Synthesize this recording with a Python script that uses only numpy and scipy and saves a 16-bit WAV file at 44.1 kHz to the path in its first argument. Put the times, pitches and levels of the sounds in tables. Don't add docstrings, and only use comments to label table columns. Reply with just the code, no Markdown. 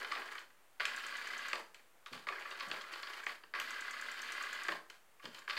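import sys
import numpy as np
from scipy import signal
from scipy.fft import rfft, irfft
from scipy.io import wavfile
from scipy.ndimage import uniform_filter1d

SR = 44100
rng = np.random.default_rng(int(sys.argv[2]) if len(sys.argv) > 2 else 0)


def unload_wav(signal):
    wavfile.write(
        sys.argv[1],
        SR,
        np.round(np.clip(np.atleast_2d(signal).T, -1, 1) * 32767).astype(np.int16),
    )


def ratio_of_db(decibels):
    return 10 ** (np.asarray(decibels, float) / 20)


N = 246078
THROBS_PER_DIGIT = 7 / 2

# time [s], digits turned [count].
DIAL_DIGITS = [(.8535, -2), (.9632, -1), (1.066, 0), (1.2735, 2), (1.484, 4), (1.692, 6), (3.4982, 6),
               (3.5995, 7), (3.7065, 8), (3.9105, 10), (4.115, 12), (4.3211, 14), (4.5296, 16), (4.74, 18)]
# frequency [Hz], width [Hz], level [dB].
CASE_MODES = [(1056, 38, -8), (1197, 92, -2.5), (1343, 60, 0), (1438, 131, 1), (1653, 89, -4),
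              (1843, 29.4, -2.5), (1926, 277, 3), (2470, 260, -2.5)]
# frequency [Hz], width [Hz], level [dB].
PLATE_MODES = [(2450, 203, -1), (2827, 90, -4), (3050, 103, -2.5), (3770, 380, -3.5), (4070, 214, -3),
               (4676, 450, -3.5)]
# frequency [Hz], width [Hz], level [dB].
HOLLOW_MODES = [(330, 115, -4), (452.6, 41, -4), (588, 49, -2), (752, 88, -3), (832, 59, -0.5),
                (1030, 33, 2.5)]


def evened(x):
    return x / np.sqrt(np.mean(x ** 2) + 1e-20)


def wander(smooth_samples):
    once = uniform_filter1d(rng.standard_normal(N), smooth_samples)
    return evened(uniform_filter1d(once, smooth_samples))


def read(points, hz):
    f, value = np.transpose(points)
    return np.interp(np.log(hz + 1), np.log(f + 1), value)


def throbs():
    return THROBS_PER_DIGIT * np.interp(np.arange(N) / SR, *np.transpose(DIAL_DIGITS))


def moments(per_digit):
    governed = [(-2, 4.4), (7, 17.4)]
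    s, digit = np.transpose(DIAL_DIGITS)
    runs = [np.arange(np.floor(a * per_digit) + 1, b * per_digit) for a, b in governed]
    at = np.concatenate([run / per_digit for run in runs])
    return at, np.interp(at, digit, s)


def levels(efforts, shares):
    t, gains = np.arange(N) / SR, np.zeros((3, N))
    for rows, (plate_db, hollow_db) in zip(efforts, shares):
        effort_db = np.interp(t, *np.transpose(rows), -200, -200)
        gains += ratio_of_db(effort_db + np.array([[0], [plate_db], [hollow_db]]))
    return gains


def return_levels():
    # time [s], drive [dB].
    drives = [
        [(0.798, -39.5), (0.804, -43.5), (0.848, -43)],
        [(0.862, -39), (0.904, -43), (1.118, -45.5), (1.188, -43.5), (1.524, -45)],
        [(3.538, -47), (3.545, -41.5), (3.594, -43)],
        [(3.608, -38), (3.63, -44.5), (3.856, -45.5), (4.432, -43), (4.676, -44.5)],
    ]
    # finger plate [dB], hollow [dB].
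    drive_shares = [(-4.5, -7.5), (-6, -14.5), (-9, -11.5), (-6.5, -14.5)]
    return levels(drives, drive_shares)


def answer(modes, widen):
    t = np.arange(2048) / SR
    rings = np.zeros(len(t))
    for k, (hz, width_hz, db) in enumerate(modes):
        decay = np.exp(-np.pi * width_hz * widen * t)
        rings += (-1) ** k * ratio_of_db(db) * np.sqrt(width_hz) * decay * np.sin(2 * np.pi * hz * t)
    edges_hz = [.75 * modes[0][0], 1.25 * modes[-1][0]]
    rings = signal.sosfilt(signal.butter(2, edges_hz, "band", fs=SR, output="sos"), rings)
    return rings / np.linalg.norm(rings)


def strikes(times, peaks_db, modes, decay_s, widen=1.0):
    t = np.arange(1300) / SR
    contacts = rng.standard_normal((len(times), len(t))) * np.exp(-t / np.reshape(decay_s, (-1, 1)))
    contacts[:, 0] = 4.96
    rings = signal.fftconvolve(contacts, answer(modes, widen)[None], axes=1)
    out = np.zeros(N + rings.shape[1])
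    for s, db, ring in zip(times, peaks_db, rings):
        out[round(s * SR):][:len(ring)] += ratio_of_db(db) * ring / abs(ring).max()
    return out[:N]


def gears(gains, case_modes, throb_db, per_s, spread_db, clump_db, fizz_db):
    # frequency [Hz], width [Hz], level [dB].
    fizz_modes = [(6140, 3800, 16), (8100, 16000, 16), (10950, 3700, 4), (14400, 11000, 1.5)]
    turns = throbs() - .05
    throb = ratio_of_db(sum(db * np.cos(2 * np.pi * (k + 1) * turns) for k, db in enumerate(throb_db)))
    clumps = ratio_of_db(clump_db * wander(300))
    sizes = ratio_of_db(spread_db * np.minimum(rng.exponential(1, N), 4))
    hits = (rng.random(N) < per_s / SR) * rng.choice([-1., 1.], N)
    teeth = evened(sizes * hits * clumps)
    case, plate, hollow = gains
    rubbing = ratio_of_db(fizz_db) * plate * evened(0.29 * teeth + clumps * rng.standard_normal(N))
    parts = [(case * evened(teeth * throb), case_modes), (plate * teeth, PLATE_MODES),
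             (hollow * teeth, HOLLOW_MODES), (rubbing, fizz_modes)]
    return sum(signal.oaconvolve(drive, answer(modes, widen=1.32))[:N] for drive, modes in parts)


def hush():
    # frequency [Hz], density [dB per Hz].
    hiss_colour = [(20, -10), (80, -7), (180, -6), (280, -3), (600, 0), (1350, 0), (1900, -2), (2800, -6),
                   (3900, -10), (5000, -13), (7700, -11.5), (11000, -13), (15900, -14.5)]
    colour = ratio_of_db(read(hiss_colour, np.fft.rfftfreq(N, 1 / SR)))
    return ratio_of_db(-69) * evened(irfft(rfft(rng.standard_normal(N)) * colour, N))


def winding():
    # time [s], effort [dB].
    winds = [
        [(0.0, -42.5), (0.022, -46.5), (0.108, -53), (0.12, -48.5), (0.204, -51.5), (0.396, -55.5), (0.46, -70)],
        [(2.06, -50), (2.11, -67), (2.13, -48.5), (2.25, -67.5)],
        [(2.27, -49.5), (2.594, -50), (2.6, -52), (2.7, -47.5), (2.72, -47), (2.904, -53.5)],
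        [(2.904, -56), (2.928, -47.5), (3.246, -50.5), (3.256, -79)],
        [(3.264, -54.5), (3.3, -51), (3.36, -63)],
        [(4.9, -60), (4.98, -74)],
        [(1.745, -64), (1.84, -79)],
        [(5.2, -81), (5.24, -59), (5.258, -55), (5.296, -63), (5.384, -56), (5.46, -72)],
        [(5.478, -51), (5.504, -43.5), (5.56, -48.5), (5.58, -35.5)],
    ]
    # finger plate [dB], hollow [dB].
    wind_shares = [(-4, -4.5), (-1, -5.5), (-6.5, -7.5), (-5.5, -10), (1, -3), (0.5, -3.5), (1, -3),
                   (-1.5, -5.5), (-4.5, -8)]
    # start [s], strength [dB], length [s].
    rests = [
        (1.536, -45, 0.1),
        (4.676, -45, 0.12),
    ]
    # finger plate [dB], hollow [dB].
    rest_shares = (-3.5, 0.0)
    shudders = [[(s, db), (s + .7 * long_s, db - 5), (s + long_s, db - 24)] for s, db, long_s in rests]
    gains = levels(winds + shudders, wind_shares + [rest_shares] * len(rests))
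    return gears(gains, CASE_MODES, throb_db=(0, 0, 0), per_s=1600, spread_db=2.0, clump_db=3.0, fizz_db=-10.5)


def thuds():
    # start [s], peak [dB], lowest pitch [Hz], t60 [s].
    deep_thuds = [
        (2.114, -46.5, 135, 0.24),
        (2.148, -49.5, 120, 0.23),
        (2.667, -45.5, 168, 0.47),
        (5.238, -45.5, 143, 0.22),
        (5.27, -52.5, 120, 0.19),
        (5.559, -56, 120, 0.12),
    ]
    # start [s], peak [dB], lowest pitch [Hz], t60 [s].
    stop_thuds = [
        (1.548, -57, 198, 0.17),
        (1.6, -54.5, 194, 0.1),
        (3.264, -68, 200, 0.13),
        (4.693, -52, 190, 0.2),
        (4.72, -58, 184, 0.14),
    ]
    # start [s], peak [dB], lowest pitch [Hz], t60 [s].
    light_thuds = [
        (0.016, -71, 330, 0.089),
        (0.046, -44, 330, 0.11),
        (0.156, -44, 330, 0.38),
        (1.535, -40, 330, 0.14),
        (1.94, -58.5, 330, 0.3),
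        (2.299, -41.5, 330, 0.18),
        (2.714, -41, 330, 0.091),
        (3.538, -42, 330, 0.036),
        (4.686, -38, 330, 0.088),
    ]
    out, t = np.zeros(N + SR), np.arange(SR // 2) / SR
    for rows, span in ((deep_thuds, 4.3), (stop_thuds, 1.7), (light_thuds, 3.5)):
        for s, db, hz, t60_s in rows:
            wood = signal.butter(3, [hz, span * hz], "band", fs=SR, output="sos")
            swell = ratio_of_db(-60 * t / t60_s) * (1 - np.exp(-t / 0.0025))
            boom = signal.sosfilt(wood, rng.standard_normal(len(t)) * swell)
            out[round(s * SR):][:len(t)] += ratio_of_db(db - 2.5) * boom / abs(boom).max()
    return out[:N]


def knock(s, db, bright_db, hollow_db, scatter_s):
    case = strikes(s, db - 5.0, CASE_MODES, scatter_s, widen=2.1)
    plate = strikes(s, db + bright_db, PLATE_MODES, scatter_s, widen=1.54)
    return case + plate + strikes(s, db + hollow_db - 6.0, HOLLOW_MODES, 1.4 * scatter_s)


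def pawl():
    # time [s], peak [dB], bright share [dB].
    short_rides = [(0.018, -28, -26), (0.046, -27.5, -9.5), (.092, -45, -13), (0.115, -26, -13),
                   (0.151, -31, -7), (.169, -27.5, -19), (0.218, -31, -13), (.258, -36.5, -11),
                   (0.286, -35, -16), (0.32, -32.5, -16), (.353, -30, -16), (.381, -34.5, -5.5),
                   (5.346, -42, 0), (5.383, -41.5, -5), (5.42, -42, -12), (5.497, -25.5, -5),
                   (5.506, -27.5, -2.5), (5.531, -33, -6), (5.567, -33.5, 2.5), (5.574, -27.5, -5.5)]
    # time [s], peak [dB], bright share [dB].
    long_ride = [(2.323, -27, -18), (2.359, -33, -13), (2.383, -33, -29), (2.422, -33, -17),
                 (2.454, -31, -30), (2.475, -37, -17), (2.511, -36.5, -1.5), (2.555, -39, -5),
                 (2.598, -33, -5), (2.606, -30, -3), (2.811, -34.5, -4.5), (2.839, -35, -15),
                 (2.908, -36, -25), (2.921, -39, -7), (2.936, -39, 1), (3.031, -32, -3.5),
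                 (3.071, -36.5, -4), (3.134, -35.5, -4), (3.199, -35.5, -27), (3.235, -32, -25)]
    s, db, bright_db = np.transpose(short_rides + long_ride)
    return knock(s, db, bright_db, hollow_db=-22.5, scatter_s=0.0045)


def blows():
    # time [s], peak [dB], bright share [dB], hollow share [dB].
    hits = [(.12, -20.5, -11.5, -18.5), (0.503, -47, -13, -20), (.798, -25.5, -10.5, -14.5),
            (.804, -21, -8.5, -15), (0.818, -32, -6, -28), (.853, -21.5, 0.5, -36),
            (1.531, -20.5, -8, -12.5), (1.556, -32, -3.5, -17), (1.745, -40, -8, -21),
            (1.793, -50, -13, -9), (2.061, -35.5, -3, -22), (2.132, -36, -3, -34), (2.176, -39, -6, -15),
            (2.269, -28.5, -17, -9), (2.287, -23, -9, -38), (2.714, -27, -1, -14),
            (3.266, -20.5, -12.5, -14.5), (3.294, -27, -13, -34), (3.436, -39.5, -7, -7),
            (3.538, -23, -15, -28), (3.55, -28.5, -7.5, -30), (3.559, -27.5, -11, -37),
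            (3.599, -26, -3.5, -14), (4.684, -20.5, -13.5, -9), (4.689, -23, -7, -19),
            (4.719, -27.5, -10, -23), (4.899, -37.5, -11, -29), (5.197, -43.5, -17, -33),
            (5.255, -37, 2.5, -22), (5.478, -26, -18, -14)]
    s, db, bright_db, hollow_db = np.transpose(hits)
    scatter_s = 0.0021 / ratio_of_db(0.28 * (db + 30.5))
    return knock(s, db, bright_db, hollow_db, scatter_s)


def ticks():
    # time [s], peak [dB],
    # share above 10 kHz [dB].
    listed_ticks = [(.1206, -44.5, -27), (.2593, -51.5, -19), (.3224, -49.5, -15), (.3534, -51, -8),
                    (.391, -51, -12), (.854, -34, -22), (1.5318, -39, -32), (1.555, -46, -29), (1.7447, -52, -22),
                    (2.0597, -55, -23), (2.1301, -48, -25), (2.2872, -48, -22), (2.3965, -50, -18),
                    (2.506, -47, -18), (2.599, -43.5, -21), (2.6853, -47, -22), (2.7132, -47, -24),
                    (2.818, -48, -14), (2.9277, -46, -22), (3.026, -47, -17), (3.1258, -56, -14),
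                    (3.2395, -50, -12), (3.2624, -47, -24), (3.5995, -37, -7), (4.6828, -42, -26),
                    (4.9005, -48, -13), (5.254, -47.5, -30), (5.3457, -50, -11), (5.3896, -49, -15),
                    (5.5004, -47, -24)]
    # frequency [Hz], width [Hz], level [dB].
    spring_modes = [(5580, 670, -8), (7100, 910, 10.5), (7090, 820, 8.5), (8000, 150, -15),
                    (9960, 590, -57.5)]
    # frequency [Hz], width [Hz], level [dB].
    wire_modes = [(11300, 2900, -11), (12300, 230, -9), (13000, 1800, -13), (15500, 1800, -14)]
    contact_s = moments(1)[1]
    spread_db = 0.9 * rng.standard_normal((len(contact_s), 2))
    contact = np.transpose([contact_s, -39.5 + spread_db[:, 0], -19 + 3 * spread_db[:, 1]])
    s, db, top_db = np.vstack([listed_ticks, contact]).T
    spring = strikes(s, db - 1.0, spring_modes, decay_s=0.004)
    return spring + strikes(s, db + top_db + 3.0, wire_modes, decay_s=0.0014)


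def spinning():
    # frequency [Hz], width [Hz], level [dB].
    cup_modes = [(1040, 115, -2.5), (1253, 137, 2.5), (1600, 110, 1.5), (1886, 70, -3), (2020, 80, 4),
                 (2340, 110, -6)]
    throb_depths = (2.4, 1.6, 1.1)
    return gears(return_levels(), cup_modes, throb_db=throb_depths, per_s=3200, spread_db=1.0, clump_db=1.56,
                 fizz_db=-14.0)


def brush():
    brush_hz, brush_s, jitter_s = 1643, 0.0017, 0.000995
    out, t = np.zeros(N + SR), np.arange(600) / SR
    digit, times = moments(THROBS_PER_DIGIT)
    chance = rng.standard_normal((len(times), 4))
    peaks_db = -37.5 + 1.5 * np.cos(2 * np.pi * (digit + .03)) + 1.6 * chance[:, 0]
    swell = (t / brush_s * np.exp(1 - t / brush_s)) ** 2
    for s, db, (_, late, sharp, turn) in zip(times, peaks_db, chance):
        tone = np.sin(2 * np.pi * (brush_hz * (1 + 0.02 * sharp) * t + turn))
        out[round((s - 0.002 + jitter_s * late) * SR):][:len(t)] += ratio_of_db(db) * swell * tone
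    return out[:N]


def gear_hum():
    # multiple of the throb, level [dB rms].
    orders = [(7, -82), (8, -77)]
    running = uniform_filter1d(1. * (return_levels()[0] > 1e-6), 3000)
    hum = np.zeros(N)
    for k, db in orders:
        waver = wander(1500)
        hum += np.sqrt(2) * ratio_of_db(db + 3.0 * waver) * np.sin(2 * np.pi * k * throbs() + 0.6 * waver)
    return running * hum


def room(x):
    # frequency [Hz], t60 [s].
    room_t60 = [(200, 0.42), (1000, 0.39), (3000, 0.28), (8000, 0.43), (15000, 0.42)]
    taps = np.zeros(SR // 2)
    at = np.arange(120, len(taps) - 20, 20)
    taps[at + rng.integers(0, 20, len(at))] = rng.choice([-1., 1.], len(at))
    hz, t, z = signal.stft(taps, SR, nperseg=256)
    tail = signal.istft(z * ratio_of_db(-60 * t / read(room_t60, hz)[:, None]), SR, nperseg=256)[1]
    return signal.oaconvolve(x, tail / np.linalg.norm(tail))[:N]


def scene():
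    phone = ratio_of_db(-2.0) * (winding() + spinning())
    phone += thuds() + pawl() + blows() + ticks() + brush() + gear_hum()
    return (phone + ratio_of_db(-4.0) * room(phone) + hush())[None]


def top_cut(x):
    return signal.sosfilt(signal.butter(12, 16070, fs=SR, output="sos"), x)


def record(dry):
    low_pass = signal.firwin(511, 15900, window=("kaiser", 9), fs=SR)
    limited = signal.oaconvolve(dry, low_pass[None], "same")
    return top_cut(limited - .0005)


dry = scene()
out = record(dry)
unload_wav(out)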